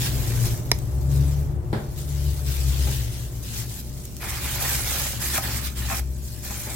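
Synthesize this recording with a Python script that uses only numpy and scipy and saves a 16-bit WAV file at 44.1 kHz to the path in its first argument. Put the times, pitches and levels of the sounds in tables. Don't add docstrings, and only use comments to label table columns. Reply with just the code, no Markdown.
import sys
import numpy as np
from scipy import signal
from scipy.fft import rfft, irfft, next_fast_len
from scipy.io import wavfile

SR = 44100
rng = np.random.default_rng(int(sys.argv[2]) if len(sys.argv) > 2 else 0)


def materialize(psi):
    bounded = np.clip(np.atleast_2d(psi).T, -1, 1)
    quanta = np.round(bounded * 32767).astype(np.int16)
    wavfile.write(sys.argv[1], SR, quanta)


N = 297675
TIME = np.arange(N) / SR
CUTOFF_HZ = 16100


def from_db(db):
    return 10 ** (np.asarray(db) / 20)


def rms_one(x):
    return x / np.sqrt(np.mean(x ** 2) + 1e-20)


def in_time(rows):
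    times_s, *columns = np.transpose(rows)
    return [np.interp(TIME, times_s, column) for column in columns]


def at_hz(points, hz):
    pitch_hz, value = np.transpose(points)
    return np.interp(np.log(hz + 1e-3), np.log(pitch_hz), value)


def pan(x, left_db):
    return x * from_db(np.array([[.5], [-.5]]) * left_db)


def drift(rate_hz):
    r = np.exp(-80 * np.pi * rate_hz / SR)
    noise = rng.standard_normal(N // 40 + 2002)
    slow = signal.lfilter([1], [1, -2 * r, r * r], noise)[2000:]
    return np.interp(np.arange(N) / 40, np.arange(len(slow)), rms_one(slow))


def colour(pair, spectrum):
    # pitch_hz [Hz], likeness [-1 opposite to 1 same]
    ear_likeness = [(100, 0.75), (250, 0.87), (500, 0.45), (1000, -0.14), (2000, 0.067), (4000, -0.11),
                    (14000, -0.04)]
    size = next_fast_len(N)
    hz = np.arange(size // 2 + 1) * SR / size
    a, b = rfft(pair, size) * from_db(at_hz(spectrum, hz)) * (hz < CUTOFF_HZ)
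    turn = np.arcsin(np.clip(at_hz(ear_likeness, hz), -1, 1)) / 2
    left = a * np.cos(turn) + b * np.sin(turn)
    right = b * np.cos(turn) + a * np.sin(turn)
    return rms_one(irfft([left, right], size)[:, :N])


def ring(clicks, modes):
    out = 0
    for k, (hz, db, t60_s) in enumerate(modes):
        r = from_db(-60 / (t60_s * SR))
        w = 2 * np.pi * hz / SR
        tone = signal.lfilter([0, np.sin(w)], [1, -2 * r * np.cos(w), r * r], clicks + 1e-18)
        out = out + (-1) ** k * from_db(db) * tone
    return out


def bursts(rows):
    out = np.zeros(N)
    for start_s, db, length_s in rows:
        first = int(start_s * SR)
        age = TIME[:min(N - first, SR // 2)]
        out[first:][:len(age)] += from_db(db) * np.exp(-age / length_s)
    return out


def room(x, wet_db):
    t60_s = .22
    age = TIME[:SR // 2]
    tail = rng.standard_normal((2, len(age))) * from_db(-60 * age / t60_s) * (age > .003)
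    tail = signal.sosfilt(signal.butter(1, 5000, fs=SR, output="sos"), tail)
    tail /= np.sqrt(np.sum(tail ** 2) / 2)
    return x + from_db(wet_db) * signal.fftconvolve(x, tail, axes=1)[:, :N]


def background():
    # time_s [s], level_db [dB]
    street_level = [(0, -24), (.5, -22.5), (.8, -26.5), (1.2, -24), (1.8, -27.5), (2.05, -29.5), (2.8, -27),
                    (3.5, -32), (4.1, -34), (4.8, -29.5), (5.4, -34.5), (6.2, -35), (6.75, -34.5)]
    # [dB per Hz, relative]
    rumble_spectrum = [(20, -24), (33, 1), (42, 0), (58, 5.5), (85, -4), (115, 8), (160, -5.5), (230, -17),
                       (300, -14), (400, -17), (520, -20), (800, -23), (1500, -34), (4000, -50.5)]
    # pitch_hz [Hz], level_db [dB rms before the changes below]
    hum_tones = [(355.3, -55), (599.8, -61)]
    # time_s [s], change_db [dB]
    hum_level = [(0, 3), (1.7, 4), (2.6, -1), (6.75, -1)]
    street_db, = in_time(street_level)
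    rumble = from_db(street_db - 3.5) * colour(rng.standard_normal((2, N)), rumble_spectrum)
    change_db, = in_time(hum_level)
    hum = 0
    for hz, db in hum_tones:
        loudness = np.sqrt(2) * from_db(db + change_db + 3 * drift(6))
        hum = hum + loudness * np.sin(2 * np.pi * hz * TIME)
    air_spectrum = [(100, 0), (500, -4), (1200, -12), (3000, -19), (16000, -28)]
    air = from_db(-70) * colour(rng.standard_normal((2, N)), air_spectrum)
    return pan(rumble, left_db=1.5) + hum + air


def engine():
    # time_s [s], firing_hz [Hz]
    speed = [(0, 65.5), (.2, 65.6), (.4, 61), (.85, 66), (1.2, 69.8), (1.5, 71.8), (2.05, 72.2),
             (2.4, 70.3), (2.95, 66.2), (3.4, 62), (4.4, 67), (5.3, 68), (5.85, 64.3), (6.2, 66.4),
             (6.75, 65)]
    # time_s [s], level_db [dB]
    base_level = [(0, -38.5), (.17, -28), (.29, -43), (.55, -37), (.85, -33.5), (1.2, -18.5), (1.7, -36),
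                  (1.98, -35.5), (2.2, -25), (2.4, -28), (2.82, -21), (3.2, -34.5), (4.1, -38),
                  (4.95, -33.5), (5.2, -37), (5.55, -31.5), (6.1, -28.5), (6.5, -38.5)]
    # [dB, relative, before a trim]
    overtones = [(2, 0.5), (3, -36), (4, -20.5), (5, -27.5), (6, -23.5), (8, -30.5)]
    hz, = in_time(speed)
    base_db, = in_time(base_level)
    overtone_db = -35 + 0.82 * (base_db + 28)
    overtone_db -= 2 * (TIME - TIME.mean())
    phase = 2 * np.pi * np.cumsum(hz * (1 + 0.0075 * drift(9.8))) / SR
    drone = from_db(base_db - 0.7 + 2.4 * drift(13)) * np.sin(phase)
    for order, db in overtones:
        loudness = from_db(overtone_db + db - 1.5 + 2.5 * drift(6.8))
        drone += loudness * np.sin(order * phase + rng.uniform(0, 2 * np.pi))
    return pan(np.sqrt(2) * drone, left_db=4.0)


def glove():
    # [dB, how much louder on the left]
    hand_place = [(0, 0.2), (.6, 1), (1.1, 2), (1.7, 1.5), (2.2, 3), (3.7, 2), (4.1, 1.5), (4.3, -1),
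                  (6, -0.5), (6.3, 1.8), (6.75, 0.5)]
    # [dB per Hz, relative]
    crinkle_spectrum = [(1500, -28), (3000, -8.5), (5000, -1.5), (7800, 1), (9500, -2.5), (13000, 0.5),
                        (16000, -4)]
    rub_spectrum = [(900, -16.5), (1600, -4), (2200, -4.5), (2900, -1), (3700, -0.5), (5000, -3),
                    (9000, -6.5)]
    press_spectrum = [(120, -60), (220, -1.5), (330, -4.5), (500, -2.5), (750, 0.5), (1200, -0.5),
                      (1700, 1.5), (2400, 0.5), (4000, -24)]
    # start_s [s], strength_db [dB before a trim]
    loud_creases = [(.576, -26), (.788, -24.5), (1.16, -29), (2.825, -25), (4.053, -21), (4.167, -23),
                    (4.305, -19), (4.626, -14), (4.753, -13), (5.018, -16), (5.357, -15), (5.3785, -11)]
    crinkle_db, rub_db, press_db = rustle_levels()
    left_db, = in_time(hand_place)
    crinkle = crackle(per_s=4000, spread_db=-0.5, clump_db=2.3, grain_s=0.0006)
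    crinkle = from_db(crinkle_db - 0.7) * colour(crinkle, crinkle_spectrum)
    rub = colour(crackle(per_s=2700, spread_db=1.5, clump_db=1.0, grain_s=0.0035), rub_spectrum)
    rub = from_db(rub_db + 2.5) * narrow(rub, width=0.96)
    press = colour(crackle(per_s=1200, spread_db=0.5, clump_db=2.0, grain_s=0.005), press_spectrum)
    press = from_db(press_db + 2.5) * narrow(press, width=0.46)
    pop_rows = [(start_s, db - 4.5, .0012) for start_s, db in loud_creases + small_pops(crinkle_db)]
    pop_spectrum = [(400, -32), (2000, -1.0), (7000, 8), (16000, 9.0)]
    pops = bursts(pop_rows) * colour(rng.standard_normal((2, N)), pop_spectrum)
    film = lid_echo(folds(crinkle + rub + press, shift_db=2.0, treble_right_db=3.0))
    return room(pan(film + pops, left_db), wet_db=-14.0)


def rustle_levels():
    # let go of a cake, steady the lid, reach over the tray, pick the next cake,
    # lift it out, set it down, tuck it in, pull away, reach for another.
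    # start_s [s], length_s [s], crinkle_db [dB], fade_s [s], extra_rub_db [dB],
    # pressure_db [dB relative to the crinkle, on the paper cups]; levels before the glove's trims
    moves = [(-.045, .09, -32, 0.071, 2, -17), (0.036, 0.033, -35, 0.022, 12, -10),
             (0.094, .42, -35.5, 0.066, -1, -12.5), (0.423, 0.045, -29.5, 0.017, -15, -15),
             (1.08, 0.23, -43, 0.11, -1, -13.5), (1.947, 0.046, -41, .04, 3, -14),
             (2.068, 0.33, -43.5, 0.021, 3.5, -18), (2.444, 0.09, -37.5, 0.26, 6, -22),
             (2.655, 0.34, -41.5, 0.14, 8.5, -15), (2.772, 0.18, -38.5, 0.033, 4, -22),
             (3.1, 0.14, -45.5, .04, 8, -35), (3.421, 0.2, -40, .05, 3, -30),
             (3.508, 0.11, -36, .03, 1, -14.5), (3.674, 0.13, -39.5, 0.02, -1, -21),
             (3.946, 0.13, -49.5, 0.017, -6, -18), (4.195, 0.077, -35.5, 0.072, -1, -3.5),
             (4.262, 0.33, -36, 0.07, 3, -7.5), (4.408, 0.35, -35, 0.078, 3, -7),
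             (4.59, 0.15, -28, 0.21, -2.5, -10.5), (4.839, .22, -29, 0.11, -1, -11),
             (5.184, 0.19, -29.5, 0.042, -3, -11), (5.323, 0.056, -28.5, 0.011, -1.5, -7.5),
             (5.403, 0.16, -31, 0.082, -0.5, -9), (5.617, 0.055, -35.5, 0.017, 9.5, -13),
             (5.742, 0.17, -36, 0.036, 3, -10.5), (5.876, 0.12, -30.5, 0.0066, -4, -12),
             (6.217, .14, -42.5, 0.064, -15, -22), (6.416, 0.33, -35, 0.043, -5, -12)]
    # time_s [s], crinkle_db [dB before a trim]
    stirring = [(0, -50), (.8, -45.5), (1.0, -48), (1.38, -47), (1.58, -61.5), (1.7, -54.5), (1.8, -49),
                (2.4, -41.5), (3.3, -45.5), (4.1, -45.5), (6.1, -48.5), (6.75, -39.5)]
    attack_s = 0.035
    stir_db, = in_time(stirring)
    power = from_db([stir_db, stir_db - 11.5, stir_db - 18]) ** 2
    for start_s, length_s, db, fade_s, extra_rub_db, pressure_db in moves:
        age = TIME - start_s
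        move = np.clip(age / attack_s, 0, 1) * np.exp(-np.maximum(age - length_s, 0) / fade_s)
        rub_db = -43 + 1.26 * (db + 36) + extra_rub_db
        power += np.outer(from_db([db, rub_db, db + pressure_db]), move) ** 2
    return 10 * np.log10(power)


def crackle(per_s, spread_db, clump_db, grain_s):
    born = rng.random(N) < per_s * from_db(clump_db * drift(25)) / SR
    energy = born * from_db(spread_db * np.minimum(rng.exponential(1, N), 4)) ** 2
    energy = signal.lfilter([1], [1, -np.exp(-2 / (grain_s * SR))], energy + 1e-18)
    return rms_one(np.sqrt(energy) * rng.standard_normal((2, N)))


def small_pops(crinkle_db):
    draws = rng.random((100, 2))
    times = np.cumsum(-np.log(1 - draws[:, 0])) / 5.5
    pops = []
    for start_s, size in zip(times, draws[:, 1]):
        if start_s < TIME[-1]:
            pops.append((start_s, crinkle_db[int(start_s * SR)] + 10 + 6 * (size - .5)))
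    return pops


def folds(x, shift_db, treble_right_db):
    size = next_fast_len(N)
    hz = np.arange(size // 2 + 1) * SR / size
    step = 6 * np.log2(np.clip(hz, 1000, 16000) / 1000)
    whole, out = rfft(x, size), 0
    for k in range(25):
        band = irfft(whole * np.maximum(1 - abs(step - k), 0), size)[:, :N]
        swell = rms_one(from_db(shift_db * drift(18)))
        out = out + pan(band, -treble_right_db * (k / 24) ** 4) * swell
    return out


def lid_echo(x):
    late = TIME - .0011 * (1 + .2 * drift(2))
    nearest = np.clip(np.round(late * SR).astype(int), 0, N - 1)
    return x + from_db(-15) * x[:, nearest]


def narrow(x, width):
    mid = x.mean(axis=0)
    return rms_one(mid + np.clip(width, 0, 1) * (x - mid))


def low_noise():
    # time_s [s], level_db [dB]
    low_noise_level = [(0, -40.5), (.45, -41.5), (.8, -55), (2.6, -60), (3.5, -45), (4.1, -47), (5, -46.5),
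                       (5.6, -41), (6.75, -50.5)]
    # [dB per Hz, relative]
    low_noise_spectrum = [(110, -14), (165, -4), (230, -3), (330, -16), (450, -19.5), (900, -52)]
    db, = in_time(low_noise_level)
    return from_db(db) * colour(rng.standard_normal((2, N)), low_noise_spectrum)


def second_motor():
    # time_s [s], pitch_hz [Hz before wavering], level_db [dB rms before wavering and panning]
    motor_curve = [(0, 112, -63), (.42, 117, -25), (.7, 116, -53), (1.7, 109, -39), (2.3, 110, -43),
                   (3.45, 117, -35.5), (3.9, 114, -45.5), (4.8, 113, -42.5), (6.75, 113, -42)]
    hz, db = in_time(motor_curve)
    phase = 2 * np.pi * np.cumsum(hz * (1 + 0.01003 * drift(7.83))) / SR
    return pan(np.sqrt(2) * from_db(db + 2.2 * drift(7)) * np.sin(phase), left_db=6.5)


def lid():
    # [dB, relative]
    slip_times = [(0.7159, 0), (0.7176, -5), (0.7182, -23), (0.718, -24), (0.7202, -17)]
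    # pitch_hz [Hz], level_db [dB], t60_s [s to fade by 60 dB]
    lid_modes = [(270, -20.5, 0.059), (398, -19, 0.033), (710, -15.5, 0.013), (946, -13, 0.017),
                 (2070, -7.5, 0.015), (3920, -9.5, 0.01), (5080, -5.5, 0.012), (6160, -1.5, 0.0028),
                 (8900, -10.5, 0.0023), (11400, -6.5, 0.0018), (14500, -9, 0.0018)]
    clicks = np.zeros(N)
    for start_s, db in slip_times:
        clicks[int(start_s * SR)] += from_db(db)
    snap = ring(clicks, lid_modes)
    far_ear = np.interp(TIME - .0001, TIME, snap)
    return room(pan(np.array([far_ear, snap]), left_db=-3.0), wet_db=-21)


def knocks():
    # start_s [s], strength_db [dB]
    knock_times = [(1.729, -18.5), (2.87, -28.5), (6.5, -34.5), (6.669, -33.5)]
    # [dB per Hz, relative]
    knock_spectrum = [(100, -24), (220, 0.5), (340, -2), (520, 7.5), (680, -3.5), (870, -4.5), (1200, -1.5),
                      (1900, -12.5), (3200, -17.5), (6000, -25.5), (14000, -42)]
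    # pitch_hz [Hz], t60_s [s to fade by 60 dB]
    knock_fade = [(150, 0.43), (900, 0.39), (3000, 0.36), (10000, 0.43)]
    # pitch_hz [Hz], level_db [dB], t60_s [s to fade by 60 dB]
    wood_modes = [(212, -7, 0.38), (261, -21, .25), (351, -4, 0.073), (522, -14, 0.12), (824, -9.5, 0.14),
                  (890, -43, 0.13)]
    noise = colour(rng.standard_normal((2, N)), knock_spectrum)
    clicks = np.zeros(N)
    for start_s, db in knock_times:
        clicks[int(start_s * SR)] += from_db(db)
    out = room(ring(clicks, wood_modes) * np.ones((2, 1)), wet_db=-15)
    edges = np.geomspace(90, 15000, 7)
    for low, high in zip(edges, edges[1:]):
        length_s = at_hz(knock_fade, np.sqrt(low * high)) / np.log(1000)
        band = signal.butter(2, [low, high], "band", fs=SR, output="sos")
        tail = noise * bursts([(start_s, db, length_s) for start_s, db in knock_times])
        out = out + signal.sosfilt(band, tail)
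    return out


def box():
    # start_s [s], strength_db [dB before a trim], length_s [s to fade to a third or so]
    cup_bumps = [(4.227, -36, .01), (4.354, -44, .015), (4.605, -41, .01), (4.867, -41, .015),
                 (5.378, -15.5, .0015), (5.886, -33, .008), (5.899, -26, .008), (5.913, -25, .008),
                 (5.922, -28, .012), (6.4998, -35, .006), (6.6694, -43, .005)]
    # pitch_hz [Hz], level_db [dB, relative], t60_s [s to fade by 60 dB]
    box_modes = [(195, -14, .15), (232, -15, .12), (610, -9, .04), (672, -5, .04), (727, -7, .04),
                 (795, -9, .16), (963, -7, .04), (1060, -7, .04), (1261, -7, .05), (1360, -10, .04),
                 (1750, -3, .015), (2100, -5, .015), (2560, -5, .02)]
    taps = np.zeros(N)
    for start_s, db, length_s in cup_bumps:
        taps[int(start_s * SR)] = from_db(db) * np.sqrt(length_s * SR / 2)
    slips = bursts(cup_bumps) * crackle(per_s=4000, spread_db=1.8, clump_db=.4, grain_s=.0004)
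    return room(from_db(-22.5) * ring(taps + slips, box_modes), wet_db=-12)


def scene():
    surroundings = background() + engine() + low_noise() + second_motor()
    return surroundings + glove() + lid() + knocks() + box()


def record(dry):
    low_pass = signal.ellip(12, .1, 80, CUTOFF_HZ, fs=SR, output="sos")
    return signal.sosfilt(low_pass, np.clip(dry, -1, 1))


dry = scene()
out = record(dry)
materialize(out)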